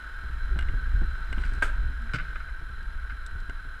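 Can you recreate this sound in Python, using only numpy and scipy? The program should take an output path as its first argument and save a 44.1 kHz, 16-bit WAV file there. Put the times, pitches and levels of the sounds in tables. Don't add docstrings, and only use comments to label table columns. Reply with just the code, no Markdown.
import sys
import numpy as np
from scipy import signal
from scipy.fft import rfft, irfft, next_fast_len
from scipy.io import wavfile
from scipy.ndimage import uniform_filter1d, map_coordinates

SR = 44100
rng = np.random.default_rng(int(sys.argv[2]) if len(sys.argv) > 2 else 0)


def pcm_store(signal):
    levels = np.round(np.clip(np.atleast_2d(signal), -1, 1) * 32767)
    wavfile.write(sys.argv[1], SR, levels.astype(np.int16).T)


N = 167580


def amp(db):
    return 10 ** (np.asarray(db) / 20)


def unit(x):
    return x / np.sqrt(np.mean(x ** 2) + 1e-20)


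def clock():
    return np.arange(N) / SR


def curve(rows):
    return np.interp(clock(), *np.transpose(rows))


def wobble(rate):
    return map_coordinates(rng.standard_normal(int(N * rate / SR) + 4), [clock() * rate])


def coloured(x, points):
    size = 2 * next_fast_len(N)
    hz, db = np.transpose(points)
    shape_db = np.interp(np.log(np.fft.rfftfreq(size, 1 / SR) + 1), np.log(hz + 1), db)
    cepstrum = irfft(np.log(amp(shape_db)), size)
    cepstrum[1:size // 2] *= 2
    cepstrum[size // 2 + 1:] = 0
    response = np.exp(rfft(cepstrum))
    response /= np.sqrt(np.mean(abs(response) ** 2))
    return irfft(rfft(x, size) * response, size)[:N]


def lowpass(x, hz):
    return signal.sosfilt(signal.butter(2, min(hz, SR / 2 - 1), fs=SR, output="sos"), x)


def grit(rate, spread_db):
    breaks = (rng.random(N) < rate / SR) * rng.choice([-1, 1], N)
    sizes = amp(spread_db * np.clip(rng.standard_normal(N), -2, 2))
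    return unit(breaks * sizes)


def fade(start, fade_s, attack_s):
    t = np.maximum(clock() - start, 0)
    return np.exp(-np.log(1000) * t / fade_s) * (1 - np.exp(-t / attack_s))


def struck(hits, notes):
    out = np.zeros(N + SR)
    t = np.arange(SR // 4) / SR
    for start, hit_db in hits:
        for hz, note_db, fade_s in notes:
            gain = amp(hit_db + note_db + rng.uniform(-1, 1))
            ring = np.exp(-np.log(1000) * t / fade_s) * np.sin(2 * np.pi * hz * t)
            out[int(start * SR):][:len(t)] += gain * ring
    return out[:N]


# (frequency [Hz], level [dB])
ENGINE_COLOUR = [(110, -29), (220, -18.5), (310, -20), (380, -20), (540, -23.5), (660, -22.5), (740, -25),
                 (900, -19.5), (970, -27), (1030, -14.5), (1220, -14.5), (1320, -2.5), (1420, -4.5),
                 (1520, 2), (1620, 1), (1720, -13.5), (1930, -12.5), (2030, -20.5), (2220, -17),
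                 (2400, -23), (2900, -25), (3170, -19), (3380, -27), (3600, -25), (3780, -27), (4050, -17),
                 (4400, -37.5), (5050, -31), (5800, -38.5), (6800, -40), (7700, -38), (9200, -44),
                 (10300, -43), (10800, -44), (11400, -47), (13000, -46), (15200, -47)]
# (time [s], relative level [dB])
ENGINE_LEVEL = [(0.0, -42.5), (0.34, -43), (1.54, -41.5), (1.81, -44), (2.32, -43), (2.54, -45), (3.8, -45)]
# (pitch [Hz], typical level [dB])
ENGINE_NOTES = [(456, -76), (672, -73.5), (915.5, -68.5), (1357, -68.5), (1486, -54.5), (1814, -65),
                (4005, -69.5), (4070, -87)]


def engine():
    firing_hz = 41.73
    phase = 2 * np.pi * np.cumsum(firing_hz + 0.2 * wobble(2)) / SR
    pulse = 1 + 0.12 * (np.cos(phase) + 0.42 * np.cos(2 * phase)) + 0.037 * np.cos(phase / 2)
    clatter = unit(coloured(pulse * rng.standard_normal(N), ENGINE_COLOUR))
    hum = np.zeros(N)
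    for hz, db in ENGINE_NOTES:
        gain = np.sqrt(2) * amp(db + 2.5 * wobble(14))
        pitch = hz + 4.04 * wobble(14)
        hum += gain * np.sin(2 * np.pi * np.cumsum(pitch) / SR)
    level = curve(ENGINE_LEVEL)
    return amp(level - 1) * clatter + amp(level - level.mean()) * hum


# (pitch [Hz], level [dB])
WHINE_NOTES = [(10644, -75.5), (10692, -85), (10740, -92), (13188, -89)]


def whine():
    return sum(np.sqrt(2) * amp(db) * np.sin(2 * np.pi * (hz * clock() + rng.random()))
               for hz, db in WHINE_NOTES)


# (time [s], relative level [dB])
MOVEMENT_LEVEL = [(0.0, -47), (0.04, -39), (0.57, -21.5), (0.9, -25), (0.95, -16.5), (1.22, -30.5),
                  (1.39, -23), (1.63, -25), (1.84, -22), (1.95, -28.5), (2.7, -33.5), (2.96, -29.5),
                  (3.26, -34), (3.37, -30), (3.77, -35.5), (3.8, -48)]
MOVEMENT_DB = -1.75
# (frequency [Hz], level [dB])
RUMBLE_COLOUR = [(3, -23), (10, 0), (22, 1.5), (32, 1.5), (42, -4), (59, -2), (72, -12), (87, -22.5),
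                 (130, -26), (190, -44), (380, -48.5), (800, -65), (3000, -110)]


def rumble():
    air = coloured(rng.standard_normal(N), RUMBLE_COLOUR)
    local_power = abs(uniform_filter1d(air ** 2, size=SR // 8))
    even_air = air / np.sqrt(local_power + 1e-12)
    return amp(curve(MOVEMENT_LEVEL) + MOVEMENT_DB) * even_air


# (time [s], relative level [dB])
BUMP_HITS = [(0.233, -38.5), (0.295, -38.5), (0.556, -29), (0.69, -35.5), (0.735, -30.5), (0.769, -48),
             (0.918, -50), (1.012, -31.5), (1.32, -42), (1.374, -32), (1.518, -39), (1.574, -37),
             (1.785, -40), (2.321, -53), (2.609, -42), (2.692, -40.5), (3.121, -42), (3.349, -44),
             (3.489, -45), (3.65, -41)]
# (frequency [Hz], level [dB])
BUMP_COLOUR = [(30, -12), (65, 3.5), (130, -2.5), (220, -11), (390, -17), (550, -28), (1500, -25),
               (3000, -49), (8000, -100)]


def bumps():
    movement = amp(curve(MOVEMENT_LEVEL) + MOVEMENT_DB)
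    unevenness = unit(amp(6.5 * np.clip(wobble(40), -1.5, 1.5)))
    jolts = amp(-23.5) * movement * unevenness
    hits = sum(amp(db + 3.5) * fade(start, 0.063, attack_s=0.0028) for start, db in BUMP_HITS)
    return coloured(rng.standard_normal(N) * (hits + jolts), BUMP_COLOUR)


# (time [s], length [s], first pitch [Hz], last pitch [Hz], level [dB])
GROAN_SLIDES = [(0.501, 0.061, 410, 352, -46.5), (1.892, 0.069, 235, 273, -54.5),
                (1.977, 0.12, 285, 223, -48)]


def groans():
    settle_s = 0.022
    out = np.zeros(N)
    for start, length, first_hz, last_hz, db in GROAN_SLIDES:
        t = np.clip(clock() - start, 0, length)
        pitch = last_hz + (first_hz - last_hz) * np.exp(-t / settle_s)
        swell = np.sin(np.pi * t / length)
        out += amp(db) * swell * np.sin(2 * np.pi * np.cumsum(pitch) / SR)
    return out


def yard_echo(x):
    tail = lowpass(rng.standard_normal(N), hz=4300) * fade(0.022, fade_s=0.63, attack_s=0.012)
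    return signal.fftconvolve(x, tail / np.linalg.norm(tail))[:N]


# (time [s], relative level [dB], treble limit [Hz])
MOUNT_SLIPS = [(.59, -23, 8800), (0.61, -33, 8000), (.625, -34, 8000), (.686, -32.5, 3500),
               (1.3281, -25.5, 8000), (1.382, -29.5, 3500), (1.437, -32, 3500), (3.4966, -24.5, 1420)]
# (frequency [Hz], level [dB])
SCRATCH_COLOUR = [(300, -12), (900, -10.5), (1500, 5.5), (2500, -2), (3400, -3.5), (4400, -15),
                  (6500, -21.5), (8000, -17.5), (13000, -30), (15200, -38)]
# (pitch [Hz], relative level [dB], fade time [s])
CASE_NOTES = [(403, -12, 0.014), (700, -26, 0.075), (1480, -28, 0.078), (1555, -4.5, 0.064),
              (2070, -7.5, 0.027), (2860, -10, 0.035), (3250, -26, 0.02), (3700, -37, 0.015),
              (5040, -31, 0.0078), (7850, -17, .012), (10500, -20, 0.0029)]


def mount_clicks():
    out = np.zeros(N)
    for start, db, treble_hz in MOUNT_SLIPS:
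        burst = rng.standard_normal(N) * fade(start, 0.021, attack_s=0.0003)
        scratch = amp(db - 7) * coloured(burst, SCRATCH_COLOUR)
        ring = struck([(start, db)], CASE_NOTES)
        out += lowpass(ring + scratch, treble_hz)
    return out


# (time [s], relative level [dB])
RASP_LEVEL = [(1.3, -71), (1.312, -82), (1.328, -62), (1.336, -66), (1.54, -58.5), (1.615, -72)]
# (frequency [Hz], level [dB])
RASP_COLOUR = [(250, 20.5), (800, -11), (1500, 12), (2200, 15.5), (3200, 1), (4500, 1.5), (6500, -9),
               (8200, -4.5), (10000, -13), (15000, -35)]


def rope_run():
    rasp = unit(coloured(grit(rate=2500, spread_db=8.5), RASP_COLOUR))
    level = curve(RASP_LEVEL) + 11 + 2.6 * wobble(55.1)
    running = np.interp(clock(), [1.32, 1.36, 1.61, 1.64], [0, 1, 1, 0])
    return rasp * amp(level) * running


# (time [s], relative level [dB])
TICK_HITS = [(1.535, -49), (1.551, -53), (2.019, -58), (2.828, -55), (3.263, -41.5), (3.27, -54),
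             (3.402, -51), (3.496, -51)]
# (frequency [Hz], level [dB])
TICK_COLOUR = [(300, -35), (1100, -7), (1550, -5), (2100, -42), (3800, 8), (6500, -4), (8300, 6),
               (9500, -17), (13000, -14), (15000, -35)]


def ticks():
    hits = sum(amp(db + 1.5) * fade(start, 0.016, attack_s=0.00039) for start, db in TICK_HITS)
    return coloured(rng.standard_normal(N) * hits, TICK_COLOUR)


# (time [s], relative level [dB])
ROPE_JERKS = [(1.6215, -23.5), (1.6247, -15), (1.6279, -17), (1.6318, -20)]
# (pitch [Hz], relative level [dB], fade time [s])
JERK_NOTES = [(660, -45, 0.02), (970, -37, 0.015), (1290, -25, 0.027), (1594, 0.5, 0.03), (1870, -40, .02),
              (2180, -15.5, 0.031)]
# (frequency [Hz], level [dB])
CRUNCH_COLOUR = [(120, -73), (200, -19), (377, -12), (436, -10), (582, -18), (661, -10), (737, -19),
                 (899, -13), (1140, -16.5), (1270, -3.5), (1390, 2), (1550, -5), (2000, -12.5), (2760, -18),
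                 (2970, -18), (3970, -24.5), (5600, -31.5), (8500, -27), (15200, -51)]


def rope_catch():
    bite = grit(rate=11000, spread_db=2.5) * fade(1.6218, fade_s=0.2, attack_s=0.0023)
    crunch = amp(-25.5) * coloured(bite, CRUNCH_COLOUR)
    crack = lowpass(struck(ROPE_JERKS, JERK_NOTES), hz=3530)
    return crunch + crack


# (time [s], relative level [dB], fade time [s], treble limit [Hz])
LOG_HITS = [(2.092, -31, 0.043, 1500), (2.135, -25.5, 0.037, 14000), (2.142, -27.5, 0.1, 11900),
            (2.157, -27.5, 0.048, 10000), (2.184, -34, 0.14, 4150), (2.198, -28, 0.049, 2000),
            (2.357, -29, 0.062, 2240), (2.401, -38.5, 0.1, 2190), (2.486, -36.5, .04, 2000),
            (3.097, -37.5, 0.11, 3060)]
# (frequency [Hz], level [dB])
WOOD_COLOUR = [(130, -45), (220, -14), (388, -26), (626, -21), (907, -25), (1520, 4.5), (1940, -15.5),
               (2090, -6), (2770, -15.5), (3030, -12), (3250, -26), (3550, -14.5), (4310, -28), (4710, -21),
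               (6040, -32), (8460, -31), (9400, -41), (13900, -46), (15200, -62)]
# (pitch [Hz], relative level [dB], fade time [s])
WOOD_NOTES = [(122.5, 1.5, 0.2), (151, 0, 0.19), (180, -12, 0.089), (279.4, -7.5, 0.113), (447, -9, 0.074),
              (588, -13.5, 0.11)]


def log_knocks():
    crushing = np.zeros(N)
    for start, db, fade_s, treble_hz in LOG_HITS:
        burst = grit(rate=7000, spread_db=2) * fade(start, fade_s, attack_s=0.00081)
        crushing += amp(db) * lowpass(burst, treble_hz)
    boom = lowpass(struck([(2.141, -29.5)], WOOD_NOTES), hz=1500)
    return amp(1.5) * coloured(crushing, WOOD_COLOUR) + boom


def scene():
    work = rope_run() + rope_catch() + log_knocks() + groans()
    outdoors = work + amp(-19) * yard_echo(work) + engine()
    handling = rumble() + bumps() + ticks() + mount_clicks()
    return (outdoors + handling)[None]


def record(dry):
    top_hz = 15300
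    size = 2 * next_fast_len(N)
    kept = np.fft.rfftfreq(size, 1 / SR) < top_hz
    return irfft(rfft(dry + whine(), size) * kept, size)[..., :N]


dry = scene()
out = record(dry)
pcm_store(out)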